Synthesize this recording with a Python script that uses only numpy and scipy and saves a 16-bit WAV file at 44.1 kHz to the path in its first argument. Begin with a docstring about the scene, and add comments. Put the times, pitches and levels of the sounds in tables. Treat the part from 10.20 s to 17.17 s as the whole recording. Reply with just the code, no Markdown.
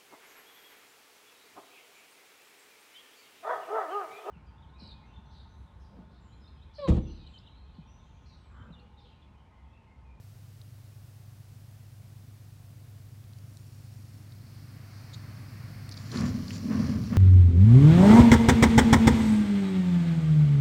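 """A camera's low hum throbs softly close by, over the steady air of a grass field.
A wooden glider sweeps in: air rushes over its wings and hisses at the air brakes.
It touches down and rolls past. Bumps drum the hollow fuselage, the wheel booms under load,
the skid scrapes and crunches, and stalks swish and snap along the belly."""
import sys
import numpy as np
from scipy import signal
from scipy.fft import rfft, irfft
from scipy.io import wavfile
from scipy.ndimage import uniform_filter1d

SR = 44100
rng = np.random.default_rng(int(sys.argv[2]) if len(sys.argv) > 2 else 0)


def store_pcm(level_fs):
    """Save levels as 16-bit WAV."""
    pcm = np.round(np.clip(level_fs, -1, 1) * 32767).astype(np.int16)
    wavfile.write(sys.argv[1], SR, np.atleast_2d(pcm).T)


N = 307377
TIME = np.arange(N) / SR

# Table levels are relative; each source adds its own gain.
# spectra of steady field air and light wind: f/Hz, level/dB
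FIELD_SPECTRUM = [(200, -5), (480, -5), (700, -4.5), (900, -8), (1700, -11), (2500, -13), (3300, -14),
                  (5000, -13), (7000, -16), (15500, -17)]
BREEZE_SPECTRUM = [(25, -8), (52, 12), (75, 3), (110, 13), (200, 3), (270, -5.5), (360, -10.5), (500, -27)]
# pulses within one cycle of the camera's low throbbing hum: t/s, level/dB
HUM_PULSES = [(.0393, 0), (.0568, -10), (.0687, -5), (.0795, -6), (.0979, -4), (.1182, -1.5)]
# envelope of the hum: t/s, level/dB
HUM_LEVELS = [(0.0, -49.5), (2.9, -48), (4.6, -46.5), (5.0, -43.8), (5.7, -43)]
# tone colour of the hum: f/Hz, level/dB
HUM_SPECTRUM = [(30, 5), (60, -1), (100, 0.5), (145, 2.5), (170, -15), (260, -17), (400, -35)]
# airflow up to touchdown: t/s, wing rush/dB, air brake hiss/dB
AIRFLOW_LEVELS = [(1.5, -92, -94), (3.0, -80.5, -91), (3.5, -79.5, -73), (4.1, -72, -72.5),
                  (4.35, -69.5, -65), (4.6, -64.5, -68.5), (4.76, -62.5, -61.5), (5.1, -61, -64),
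                  (5.87, -59, -61.5)]
# spectra of wing rush, air brakes, buffeting and fine hiss: f/Hz, level/dB
WING_SPECTRUM = [(300, -24), (450, -6), (620, 0.5), (870, -5), (1100, 0), (1350, -1.5), (1700, -2),
                 (2200, -2), (2700, -10), (3300, -18.5), (4400, -29)]
BRAKE_SPECTRUM = [(3000, -20), (3800, -10), (4400, 0.5), (5400, -4), (6500, -13.5), (8000, -21),
                  (9500, -16), (12000, -36), (16000, -30)]
BUFFET_SPECTRUM = [(25, -14), (50, -4), (75, -6), (105, 8), (160, 5.5), (220, 3), (300, -2.5), (400, -14),
                   (600, -23)]
FINE_HISS_SPECTRUM = [(2500, 6.5), (5000, -6), (15500, 1)]
# thin whirr and rasping chirp on the approach: t/s, length/s, level/dB
WHIRR_EVENTS = [(3.33, 0.64, -72)]
CHIRP_EVENTS = [(4.937, 0.0084, -47)]
# their spectra: f/Hz, level/dB
WHIRR_SPECTRUM = [(4800, -17), (5500, 3), (6100, -10), (6900, -3), (8200, -10), (9400, -5), (10500, -13)]
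CHIRP_SPECTRUM = [(2500, -30), (3400, -5), (3900, 3.5), (4500, -2), (5600, -19), (7000, -6.5), (8500, -24),
                  (12000, -35)]
# tall tufts along the belly: t/s, length/s, stalks/dB, tips/dB
GRASS_TUFTS = [(5.77, 0.135, -62.5, -64), (5.92, .18, -54.5, -59), (5.957, 0.052, -54, -52),
               (6.06, 0.0071, -66, -52), (6.288, 0.098, -56, -61), (6.331, 0.023, -59, -52),
               (6.525, 0.21, -56.5, -70)]
# spectra of swishing stalks and whipping tips: f/Hz, level/dB
STALK_SPECTRUM = [(1650, -2.5), (2800, -5.5), (3650, -10.5), (4260, 1.5), (5360, -0.5), (5740, 0.5),
                  (7770, -26), (9000, -14), (11700, -23), (19800, -120)]
TIP_SPECTRUM = [(3000, 2), (4500, 1), (6000, 1), (7100, 7), (7700, 1), (8500, -25), (9600, -10.5),
                (11500, -26), (15000, -27)]
# dry ticks and snapping stalks: t/s, level/dB, f/Hz, decay/s
STALK_SNAPS = [(.4148, -46, 4050, .0018), (3.041, -51, 3800, .002), (3.1336, -48.5, 4200, .002),
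               (3.1865, -47, 4500, .0008), (3.3712, -40, 4300, .0006), (4.1212, -48.5, 4200, .0025),
               (5.692, -32.5, 4300, .0008), (5.7128, -37, 4700, .004), (5.7212, -37, 4900, .005),
               (5.741, -39, 4300, .002), (5.7698, -39, 4900, .004), (5.7757, -33, 4400, .002),
               (5.9168, -32, 4200, .002), (5.972, -30, 4400, .0025), (6.0088, -31, 4700, .001),
               (6.063, -34, 4400, .0015), (6.2803, -35, 4500, .0025), (6.3064, -30, 2250, .0025),
               (6.3802, -36, 5300, .003), (6.8376, -38, 4400, .0015)]
# skid coming down on the turf: t/s, length/s, skid/dB, wheel/dB
TURF_CONTACTS = [(5.945, .11, -43, -32.5), (6.516, 0.23, -45, -31), (6.936, .06, -44, -27)]
# spectra of skid scrape and wheel boom: f/Hz, level/dB
SKID_SPECTRUM = [(210, -18), (350, 5), (381, -4), (431, 1.5), (466, -3), (631, -7.5), (708, -7),
                 (778, -9.5), (898, -12), (997, -6.5), (1140, -5), (1310, -12), (1760, -14), (2030, -13.5),
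                 (3400, -23.5), (4420, -39), (7480, -120)]
WHEEL_SPECTRUM = [(25, -49), (45, -20), (65, -10), (95, 1.5), (112, -3), (135, -3), (165, -7.5), (220, -8),
                  (400, -56)]
# midrange ringing that colours the skid's crunch: f/Hz, width/Hz, level/dB
CRUNCH_COLOUR = [(1113, 140, -1.5), (1550, 290, -5.5), (1764, 55, -0.5), (2150, 260, -14)]
# modes of the hollow fuselage: f/Hz, width/Hz, level/dB
FUSELAGE_MODES = [(163, 37, -8.5), (208.2, 15.9, 2), (225.5, 22, 2.5), (248.8, 29.8, 0), (295, 33, -9),
                  (313, 43, -15), (441.4, 15, -22.5), (499, 33, -27.5), (624, 59, -29)]
# hard bumps under the wheel: t/s, level/dB
WHEEL_BUMPS = [(5.957, -22), (6.006, -18.5), (6.034, -16.5), (6.153, -21), (6.295, -30), (6.355, -27.5),
               (6.442, -22.5), (6.494, -17), (6.549, -18.5), (6.593, -14.5), (6.694, -18), (6.746, -22),
               (6.921, -16.5)]

TOUCHDOWN_S, BITE_S, LIFT_S = 5.92, 0.023, 0.073


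def from_db(db):
    return 10 ** (np.asarray(db) / 20)


def rms_one(x):
    return x / np.sqrt(np.mean(x ** 2) + 1e-20)


def colour(x, spectrum):
    """Shapes x on a log-frequency axis, -36 dB/octave past the ends; rms 1."""
    hz, db = np.transpose(spectrum)
    bins_hz = np.maximum(np.arange(N // 2 + 1) * SR / N, 1)
    octaves_out = np.log2(np.maximum(hz[0] / bins_hz, 1) * np.maximum(bins_hz / hz[-1], 1))
    shape = from_db(np.interp(np.log(bins_hz), np.log(hz), db) - 36 * octaves_out)
    return rms_one(irfft(rfft(x) * shape, N))


def noise(spectrum):
    return colour(rng.standard_normal(N), spectrum)


def grains(per_s, spread_db):
    """Random contacts, mostly small, a few large; rms 1."""
    sizes = from_db(spread_db * np.minimum(rng.exponential(1, N), 4)) * rng.choice([-1, 1], N)
    return rms_one(sizes * (rng.random(N) < per_s / SR))


def even(x, span_s):
    """Holds the slow level at 1, keeps the fast grain."""
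    return x / np.sqrt(np.maximum(uniform_filter1d(x ** 2, int(span_s * SR)), 1e-12))


def resonate(x, hz, width_hz):
    """Two-pole resonance, peak gain 1."""
    r = np.exp(-np.pi * width_hz / SR)
    feedback = [1, -2 * r * np.cos(2 * np.pi * hz / SR), r * r]
    return signal.lfilter(np.array([1, 0, -1]) * (1 - r * r) / 2, feedback, x + 1e-18)


def ring_modes(force, modes):
    """Parallel resonances, alternating in sign."""
    return sum((-1) ** k * from_db(db) * resonate(force, hz, width_hz)
               for k, (hz, width_hz, db) in enumerate(modes))


def swells(events, rise_s, fall_s, sag_db_per_s=0):
    """Gain of events (t/s, length/s, level/dB) that rise, hold or sag, and fall; powers add."""
    steps_s = TIME[::16]
    power = 0
    for start_s, length_s, db in events:
        age_s = steps_s - start_s
        edges = np.maximum(-age_s, 0) / rise_s + np.maximum(age_s - length_s, 0) / fall_s
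        held = from_db(db - sag_db_per_s * np.clip(age_s, 0, length_s))
        power = power + (held * np.exp(-edges)) ** 2
    return np.interp(TIME, steps_s, np.sqrt(power + 1e-20))


def rolling(db):
    """Steady gain from touchdown on."""
    return swells([(TOUCHDOWN_S, N / SR, db)], BITE_S, LIFT_S)


def field_air():
    """Steady open air and light wind."""
    return from_db(-64) * noise(FIELD_SPECTRUM) + from_db(-62.5) * noise(BREEZE_SPECTRUM)


def camera_hum(cycle_s=0.12003, jitter_s=0.00049, spread_db=1.17, centre_hz=105, width_hz=55):
    """Uneven pulses recur each cycle, filtered to a low throb."""
    offsets_s, db = np.transpose(HUM_PULSES)
    run_in = int(cycle_s * SR)
    cycles_s = np.arange(0, (N + run_in) / SR, cycle_s)
    cycles_s += jitter_s * uniform_filter1d(rng.standard_normal(len(cycles_s)), size=5)
    at = ((cycles_s[:, None] + offsets_s) * SR).astype(int)
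    pulses = np.zeros(N + SR)
    pulses[at] = -from_db(db + spread_db * rng.standard_normal(at.shape))
    hum = resonate(resonate(pulses, centre_hz, width_hz), centre_hz, width_hz)
    throb = colour(hum[run_in:run_in + N], HUM_SPECTRUM)
    return throb * from_db(0.17 + np.interp(TIME, *np.transpose(HUM_LEVELS)))


def chirp():
    """One short, high rasp."""
    return swells(CHIRP_EVENTS, rise_s=0.0044, fall_s=0.007) * noise(CHIRP_SPECTRUM)


def whirr():
    """Thin, grainy whirr, high and faint, for a moment on the approach."""
    rustle = colour(grains(per_s=5000, spread_db=5.5), WHIRR_SPECTRUM)
    return swells(WHIRR_EVENTS, rise_s=0.13, fall_s=0.17) * rustle


def airflow(speed_m_per_s=13.35, closest_m=15.7, pass_s=6.37, spill_s=0.33):
    """Air over the airframe swells on approach; all but the fine hiss dies as the lift spills."""
    nearness = closest_m / np.hypot(closest_m, speed_m_per_s * (TIME - pass_s))
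    lift = np.exp(-np.maximum(TIME - TOUCHDOWN_S, 0) / spill_s)
    t_s, wing_db, brake_db = np.transpose(AIRFLOW_LEVELS)
    wings = from_db(2.5 + np.interp(TIME, t_s, wing_db)) * noise(WING_SPECTRUM)
    brakes = from_db(np.interp(TIME, t_s, brake_db)) * noise(BRAKE_SPECTRUM)
    buffet = from_db(-46) * nearness ** 1.42 * noise(BUFFET_SPECTRUM)
    fine_hiss = from_db(-63.5) * nearness ** 1.3 * noise(FINE_HISS_SPECTRUM)
    return lift * (wings + brakes + buffet) + fine_hiss


def grass(rise_s=0.007, fall_s=0.011):
    """Short grass brushes the belly; in each tuft stalks swish and tips whip."""
    swish = swells([(t_s, length_s, db) for t_s, length_s, db, _ in GRASS_TUFTS], rise_s, fall_s)
    whip = swells([(t_s, length_s, db) for t_s, length_s, _, db in GRASS_TUFTS], rise_s, fall_s)
    stalks = np.hypot(rolling(db=-57.5), swish) * colour(grains(per_s=6400, spread_db=5), STALK_SPECTRUM)
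    tips = np.hypot(rolling(db=-65), whip) * colour(grains(per_s=7000, spread_db=5), TIP_SPECTRUM)
    return from_db(2.5) * stalks + from_db(0.5) * tips


def snaps(width_hz=1400, crisp_s=0.00062, dulling_db_per_doubling=9):
    """Stalks snap in tiny ringing bursts; the shorter the decay, the more bright crack."""
    out, age_s = np.zeros(N), TIME[:SR // 40]
    crack_band = signal.butter(3, [6000, 10000], "band", fs=SR, output="sos")
    for t_s, db, hz, decay_s in STALK_SNAPS:
        burst = rng.standard_normal(len(age_s)) * np.exp(-age_s / decay_s)
        ring = resonate(resonate(burst, hz, width_hz), hz, width_hz)
        crack_db = -dulling_db_per_doubling * np.log2(decay_s / crisp_s)
        snap = rms_one(ring) + from_db(crack_db) * rms_one(signal.sosfilt(crack_band, burst))
        start = int(t_s * SR)
        out[start:start + len(snap)] += from_db(db) * snap / np.abs(snap).max()
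    return from_db(-0.5) * out


def skid(ease_db_per_s=22.5, hard_db=-43):
    """The skid drags, bites at each contact and eases; crunch grows faster than scrape."""
    bites = [(t_s, length_s, db) for t_s, length_s, db, _ in TURF_CONTACTS]
    pressure = np.hypot(rolling(db=-55.5), swells(bites, BITE_S, LIFT_S, ease_db_per_s))
    grit = colour(grains(per_s=3000, spread_db=1.5), SKID_SPECTRUM)
    ringing = ring_modes(grains(per_s=260, spread_db=2), CRUNCH_COLOUR)
    scrape = from_db(1.5) * even(grit, span_s=0.081)
    crunch = from_db(-3.5) * np.sqrt(pressure / from_db(hard_db)) * even(ringing, span_s=0.048)
    return pressure * (scrape + crunch)


def wheel_boom(lag_s=0.071):
    """The wheel booms under load, taking it after the skid and keeping it longer."""
    loads = [(t_s + lag_s, length_s, db) for t_s, length_s, _, db in TURF_CONTACTS]
    weight = np.hypot(rolling(db=-42), swells(loads, rise_s=0.059, fall_s=0.12))
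    return from_db(-0.5) * weight * even(noise(WHEEL_SPECTRUM), span_s=0.044)


def fuselage_drumming(shudder_db=-9, hold_s=0.013):
    """Rough turf drums the hollow body, which shudders after each bump."""
    shudders = [(t_s, hold_s, db + shudder_db) for t_s, db in WHEEL_BUMPS]
    gain = np.hypot(rolling(db=-43.5), swells(shudders, rise_s=0.011, fall_s=0.062))
    body = ring_modes(grains(per_s=900, spread_db=1), FUSELAGE_MODES)
    return from_db(-1.5) * gain * even(body, span_s=0.034)


def fuselage_knocks():
    """Each hard bump is one impulse into all body modes."""
    force = np.zeros(N)
    for t_s, db in WHEEL_BUMPS:
        force[int(t_s * SR)] = from_db(db)
    unit_peak = np.abs(ring_modes(signal.unit_impulse(SR), FUSELAGE_MODES)).max()
    return from_db(-8.5) * ring_modes(force, FUSELAGE_MODES) / unit_peak


def scene():
    """Background, approach and ground run; mono."""
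    background = field_air() + camera_hum()
    approach = chirp() + whirr() + airflow()
    ground_run = grass() + snaps() + skid() + wheel_boom() + fuselage_drumming() + fuselage_knocks()
    return (background + approach + ground_run)[None]


def record(dry):
    """Steep low-pass."""
    cutoff_hz = 15800
    return signal.sosfilt(signal.ellip(12, 0.1, 80, cutoff_hz, fs=SR, output="sos"), dry)


dry = scene()
out = record(dry)
store_pcm(out)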